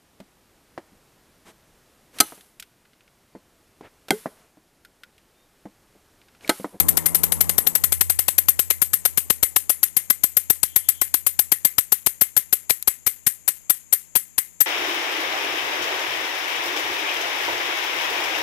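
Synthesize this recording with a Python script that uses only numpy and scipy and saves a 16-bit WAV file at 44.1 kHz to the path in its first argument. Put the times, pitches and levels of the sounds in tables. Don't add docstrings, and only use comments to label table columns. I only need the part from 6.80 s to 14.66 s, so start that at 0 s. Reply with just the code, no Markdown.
import sys
import numpy as np
from scipy import signal
from scipy.fft import rfft, irfft
from scipy.io import wavfile

SR = 44100
rng = np.random.default_rng(int(sys.argv[2]) if len(sys.argv) > 2 else 0)


def store_pcm(level_fs):
    pcm = np.round(np.clip(level_fs, -1, 1) * 32767).astype(np.int16)
    wavfile.write(sys.argv[1], SR, np.atleast_2d(pcm).T)


N = 346626

# t/s, bouncing time/ms, delay of the hardest pawl/ms, its relative level/dB
TEETH = [(0.0, 1.3, 2.43, -11.5), (0.085, 6.7, 3, -15), (0.1705, 7.7, 7.4, -10.5), (0.259, 6.7, 4, -12),
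         (0.3466, 11, 2.7, -13.5), (0.4341, 6.4, 5, -11.5), (0.5207, 3.9, 1.8, -9.5),
         (0.6073, 7.3, 2.7, -12), (0.6937, 3.5, 5.36, -11.5), (0.7809, 2.5, 5.6, -10.5),
         (0.867, 6.3, 4.35, -12), (0.9524, 4.3, 3.3, -15), (1.0386, 5.7, 1, -9), (1.1218, 7.4, 0.78, -15),
         (1.2097, 3.6, 2.24, -6), (1.2979, 4.8, 2.75, -15), (1.3895, 5.6, 2.4, -14),
         (1.4816, 5, 4.7, -11.5), (1.5812, 6.2, 3.94, -9), (1.6843, 7.3, 1.86, -10),
         (1.7915, 7.9, 1.94, -9.5), (1.9024, 8.7, 7.6, -8.5), (2.0169, 10.8, 1.67, -11.5),
         (2.1337, 6.6, 1.78, -15.5), (2.2523, 9.1, 8.1, -9.5), (2.3741, 9.6, 6.45, -11),
         (2.5, 8.5, 3.8, -6.5), (2.628, 11.8, 4.2, -9), (2.761, 11.5, 5, -6), (2.8948, 10.8, 6.3, -12.5),
         (3.0303, 8.4, 2.24, -14.5), (3.1668, 8.2, 1.36, -15.5), (3.301, 4.3, 4.32, -7.5),
         (3.4358, 6.8, 6.8, -16), (3.5681, 6.4, 5.1, -9.5), (3.699, 10.3, 5.9, -7),
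         (3.8309, 4.1, 4.9, -10.5), (3.96, 7.4, 2.57, -8), (4.0875, 3.5, 3.7, -18), (4.215, 7, 3.1, -16.5),
         (4.3409, 2.9, 2.5, -8), (4.466, 5.4, 4, -19.5), (4.5912, 5.8, 1.5, -9), (4.718, 6.5, 5.7, -11.5),
         (4.8486, 9, 3.7, -9.5), (4.9821, 8.5, 1.44, -8.5), (5.121, 6.3, 6.1, -12), (5.263, 7.5, 8.1, -9),
         (5.4105, 12.4, 8.4, -11), (5.566, 11.2, 1.1, -9.5), (5.727, 6.5, 7.35, -13.5),
         (5.8959, 14.4, 10.6, -5), (6.075, 8.5, 2.3, -11), (6.2646, 12.8, 11.9, -13),
         (6.4656, 13, 2.5, -9.5), (6.6776, 12, 4.9, -17), (6.8972, 9.8, 9.1, -12), (7.1258, 13, 7.6, -13.5),
         (7.3538, 15.3, 6.9, -12.5), (7.5805, 9.7, 1.6, -11), (7.8046, 11.8, 8.8, -12.5)]
RATCHET_HZ = [7900, 8890, 9243, 10870, 11060, 11925, 12570, 12720, 12940, 13300, 13650]
# relative level/dB, t60/s
RATCHET_MODES = [(-11.5, 0.022), (-13, 0.026), (-11, 0.024), (-8, 0.017), (-4, 0.029), (-9.5, 0.064),
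                 (1, 0.045), (-7.5, 0.014), (-1, 0.041), (-9, 0.016), (-25, 0.036)]
WHEEL_HZ = [1900, 2080, 3060, 5340, 5940, 7865, 8135, 8345, 8640, 9243, 10120, 10870, 11150, 11925, 12450,
            12570, 12930, 13650, 13900]
# width/Hz, relative level/dB, t60/s
WHEEL_GROUPS = [(80, -16, .2), (80, -14, .2), (200, -24, .15), (100, -25, .15), (100, -25, .15),
                (30, -8, .2), (50, -10, .2), (25, -11, .25), (40, -13, .25), (22, -1, .17), (65, -11, .18),
                (50, -3, .2), (80, -6, .2), (32, -5, .18), (60, -4, .2), (70, -5, .22), (75, -5, .22),
                (60, -5, .2), (80, -6, .15)]
# f/Hz, relative density/dB, t60/s
WASH = [(199, -14, 0.055), (826, -30.5, 0.15), (2190, -19, 0.19), (3580, -12, 0.085), (5660, -23, 0.17),
        (8180, -0.5, 0.066), (9500, 6, 0.024), (12600, -6, 0.16), (14000, -38, 0.06)]
# f/Hz, relative density/dB
COVERED_SPECTRUM = [(200, -85), (1000, -78), (2500, -73), (4000, -84), (8000, -82), (14000, -79)]
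# t/s, fundamental/dB, octave/dB, rumble/dB
DRONE_LEVELS = [(0.0, -30, -36, -37), (0.1, -32, -40, -40), (0.25, -42, -40.5, -41),
                (0.6, -32.5, -42.5, -42.5), (0.72, -35, -40, -44.5), (0.8, -39, -61, -44.5),
                (0.9, -55, -44, -45), (1.0, -39, -55, -49), (1.1, -33.5, -54, -53), (1.3, -33, -62, -58.5),
                (1.5, -43.5, -63, -55), (1.6, -40, -64, -56.5), (2.1, -42, -66, -60),
                (2.2, -50, -55, -58.5), (2.35, -43, -75, -57.5), (3.15, -54.5, -64.5, -64),
                (3.65, -50, -72, -65), (4.65, -49, -68, -65.5), (4.9, -57, -69, -67),
                (6.4, -59.5, -74, -70.5), (7.86, -64, -68, -71)]
# f/Hz, relative density/dB
RUMBLE_SPECTRUM = [(40, -4), (130, -7), (250, 1), (400, -1.5), (700, -8), (1000, -7), (1500, -19.5),
                   (2200, -34), (5000, -72)]
# f/Hz, left density/dB, right density/dB
HISS_SPECTRUM = [(42, -98, -90), (258, -116, -90), (710, -102, -101), (1430, -102, -108), (2120, -93, -108),
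                 (2970, -101, -110), (4240, -107, -118), (6000, -104, -118), (6370, -84, -114),
                 (7400, -79, -113), (8000, -95.5, -113), (14000, -101, -114)]
# t/s, level/dB
SWISH_LEVELS = [(3.8, -87), (3.88, -52), (4.05, -51.5), (4.2, -50), (4.3, -83)]
# t/s, relative level/dB
SPOKE_TICKS = [(6.026, 12)]


def amp(db):
    return 10 ** (np.asarray(db) / 20)


def unit_rms(x):
    return x / np.sqrt(np.mean(x ** 2) + 1e-20)


def at_hz(table, hz, column=1):
    table = np.array(table)
    return np.interp(np.log(hz), np.log(table[:, 0]), table[:, column])


def coloured(table, column=1):
    hz = np.maximum(np.fft.rfftfreq(N, 1 / SR), 10)
    return irfft(rfft(rng.standard_normal(N)) * amp(at_hz(table, hz, column)) * np.sqrt(SR / 2), N)


def wander(hz):
    return unit_rms(signal.sosfilt(signal.butter(1, hz, fs=SR, output="sos"), rng.standard_normal(N)))


def band(x, low_hz, high_hz, order=2):
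    return signal.sosfilt(signal.butter(order, [low_hz, high_hz], "band", fs=SR, output="sos"), x)


def decay(x, t60):
    return signal.lfilter([1], [1, -amp(-60 / (t60 * SR))], x + 1e-18)


def ring_envelope(chatter, t60):
    return np.sqrt(decay(chatter ** 2, t60 / 2) / (SR / 100))


def pawl_contacts(bounces_per_s=1800, uneven_db=4.0, slip_ms=3.1, slip_db=-30, rise_db_per_s=0.185):
    chatter, hard_hits, tooth = np.zeros(N), np.zeros(N), np.zeros(N, int)
    scatter = rng.standard_normal((len(TEETH), 2))
    for k, (s, bounce_ms, hard_ms, hard_db) in enumerate(TEETH):
        db = -0.83 + rise_db_per_s * s - 10 * np.log10(bounce_ms)
        land = round(s * SR)
        slip = max(land - round(slip_ms * SR / 1000), 0)
        tooth[slip:] = k
        chatter[slip:land] = amp(db + np.linspace(slip_db, slip_db / 3, land - slip))
        chatter[land:land + round(bounce_ms * SR / 1000)] = amp(db)
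        soft_ms = abs((7.2 if hard_ms < 4.4 else 1.9) + 0.72 * scatter[k, 0])
        soft_db = hard_db - 7 + 3 * scatter[k, 1]
        hard_hits[land + round(hard_ms * SR / 1000)] += amp(hard_db)
        hard_hits[land + round(soft_ms * SR / 1000)] += amp(soft_db)
    sizes = amp(uneven_db * rng.standard_normal(N)) * rng.choice([-1, 1], N)
    bounces = sizes * (rng.random(N) < bounces_per_s / SR)
    landings = np.zeros(N)
    landings[[round(row[0] * SR) for row in TEETH]] = 1.17
    return chatter, chatter * (bounces + landings), hard_hits, tooth


def ratchet_ring(impacts, tooth, spread_db=1.43):
    ring = np.zeros(N)
    for hz, (level_db, t60) in zip(RATCHET_HZ, RATCHET_MODES):
        radius, angle = amp(-60 / (t60 * SR)), 2 * np.pi * hz / SR
        poles = [1, -2 * radius * np.cos(angle), radius ** 2]
        strength = amp(level_db + spread_db * rng.standard_normal(len(TEETH)))[tooth]
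        ring += signal.lfilter([0, np.sin(angle)], poles, impacts * strength + 1e-18)
    return amp(-7) * ring


def wheel_ring(chatter, tooth, spread_db=3.5):
    ring, white = np.zeros(N), rng.standard_normal(N)
    for hz, (width_hz, level_db, t60) in zip(WHEEL_HZ, WHEEL_GROUPS):
        strength = amp(level_db + spread_db * rng.standard_normal(len(TEETH)))[tooth]
        beating = unit_rms(band(white, hz - width_hz / 2, hz + width_hz / 2, order=1))
        ring += ring_envelope(chatter * strength, t60) * beating
    return amp(-15.5) * ring


def pawl_noise(chatter, hard_hits, thud_t60=0.012):
    thud = band(decay(hard_hits, thud_t60) * rng.standard_normal(N), 29.4, 7050, order=1)
    scratch = band(chatter * rng.standard_normal(N), 224, 19000, order=1)
    return amp(6.5) * thud + amp(-9) * scratch


def wash(chatter, grain_db=3.5, late_db=-12.5, late_stretch=3.47):
    bands, white = np.zeros(N), rng.standard_normal((2, N))
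    edges_hz = 160 * 2 ** np.arange(0, 6.7, 1 / 3)
    for k, (low, high) in enumerate(zip(edges_hz, edges_hz[1:])):
        hz = np.sqrt(low * high)
        t60 = at_hz(WASH, hz, column=2)
        early = ring_envelope(chatter, t60)
        late = amp(late_db) * ring_envelope(chatter, late_stretch * t60)
        bands += amp(at_hz(WASH, hz)) * (early + late) * band(white[k % 2], low, high)
    return amp(-1 + grain_db * wander(hz=250)) * bands


def covered_port(chatter):
    blur = ring_envelope(chatter, t60=0.04) + amp(-15) * ring_envelope(chatter, t60=0.6)
    return blur * coloured(COVERED_SPECTRUM)


def freehub():
    chatter, impacts, hard_hits, tooth = pawl_contacts()
    ringing = ratchet_ring(impacts, tooth) + wheel_ring(chatter, tooth)
    close = ringing + pawl_noise(chatter, hard_hits) + wash(chatter)
    return np.array([close, covered_port(chatter)])


def drone(hz=82.3, waver_hz=1.86, left_lead_s=0.00027):
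    s, *columns = np.transpose(DRONE_LEVELS)
    low, octave, rumble = [amp(np.interp(np.arange(N) / SR, s, db)) for db in columns]
    phase = 2 * np.pi * np.cumsum(hz + waver_hz * wander(hz=6)) / SR
    shared, left_only = unit_rms(coloured(RUMBLE_SPECTRUM)), unit_rms(coloured(RUMBLE_SPECTRUM))
    left_rumble = 0.91 * np.roll(shared, -round(left_lead_s * SR)) + 0.76 * left_only
    left_tones = amp(0.3) * low * np.sin(phase + 0.27) + amp(5.3) * octave * np.sin(2 * phase + 0.46)
    right_tones = low * np.sin(phase) + octave * np.sin(2 * phase)
    left = np.sqrt(2) * left_tones + amp(3) * rumble * left_rumble
    right = np.sqrt(2) * right_tones + rumble * shared
    return np.array([left, -right])


def outdoor_hiss():
    return np.array([coloured(HISS_SPECTRUM, column=1), coloured(HISS_SPECTRUM, column=2)])


def rubbing_swish(band_hz=(3030, 3430)):
    s, db = np.transpose(SWISH_LEVELS)
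    swell = amp(np.interp(np.arange(N) / SR, s, db, left=-120, right=-120))
    return swell * unit_rms(band(rng.standard_normal(N), *band_hz))


def spoke_tick():
    click = np.zeros(N)
    for s, db in SPOKE_TICKS:
        click[round(s * SR)] = amp(db)
    rattle = band(decay(click, t60=0.022) * rng.standard_normal(N), 3100, 13000, order=1)
    return band(click, 10800, 13400) + amp(-30.5) * rattle


def scene():
    left_only = np.array([[1], [0]])
    return outdoor_hiss() + freehub() + left_only * (spoke_tick() + rubbing_swish()) + drone()


def record(dry, deaf_above_hz=14500, overload=0.72, cutoff_hz=16100):
    heard = signal.sosfilt(signal.cheby2(12, 32, deaf_above_hz, fs=SR, output="sos"), dry)
    clipped = np.clip(heard, -overload, overload)
    return signal.sosfilt(signal.cheby2(16, 80, cutoff_hz, fs=SR, output="sos"), clipped)


dry = scene()
out = record(dry)
store_pcm(out)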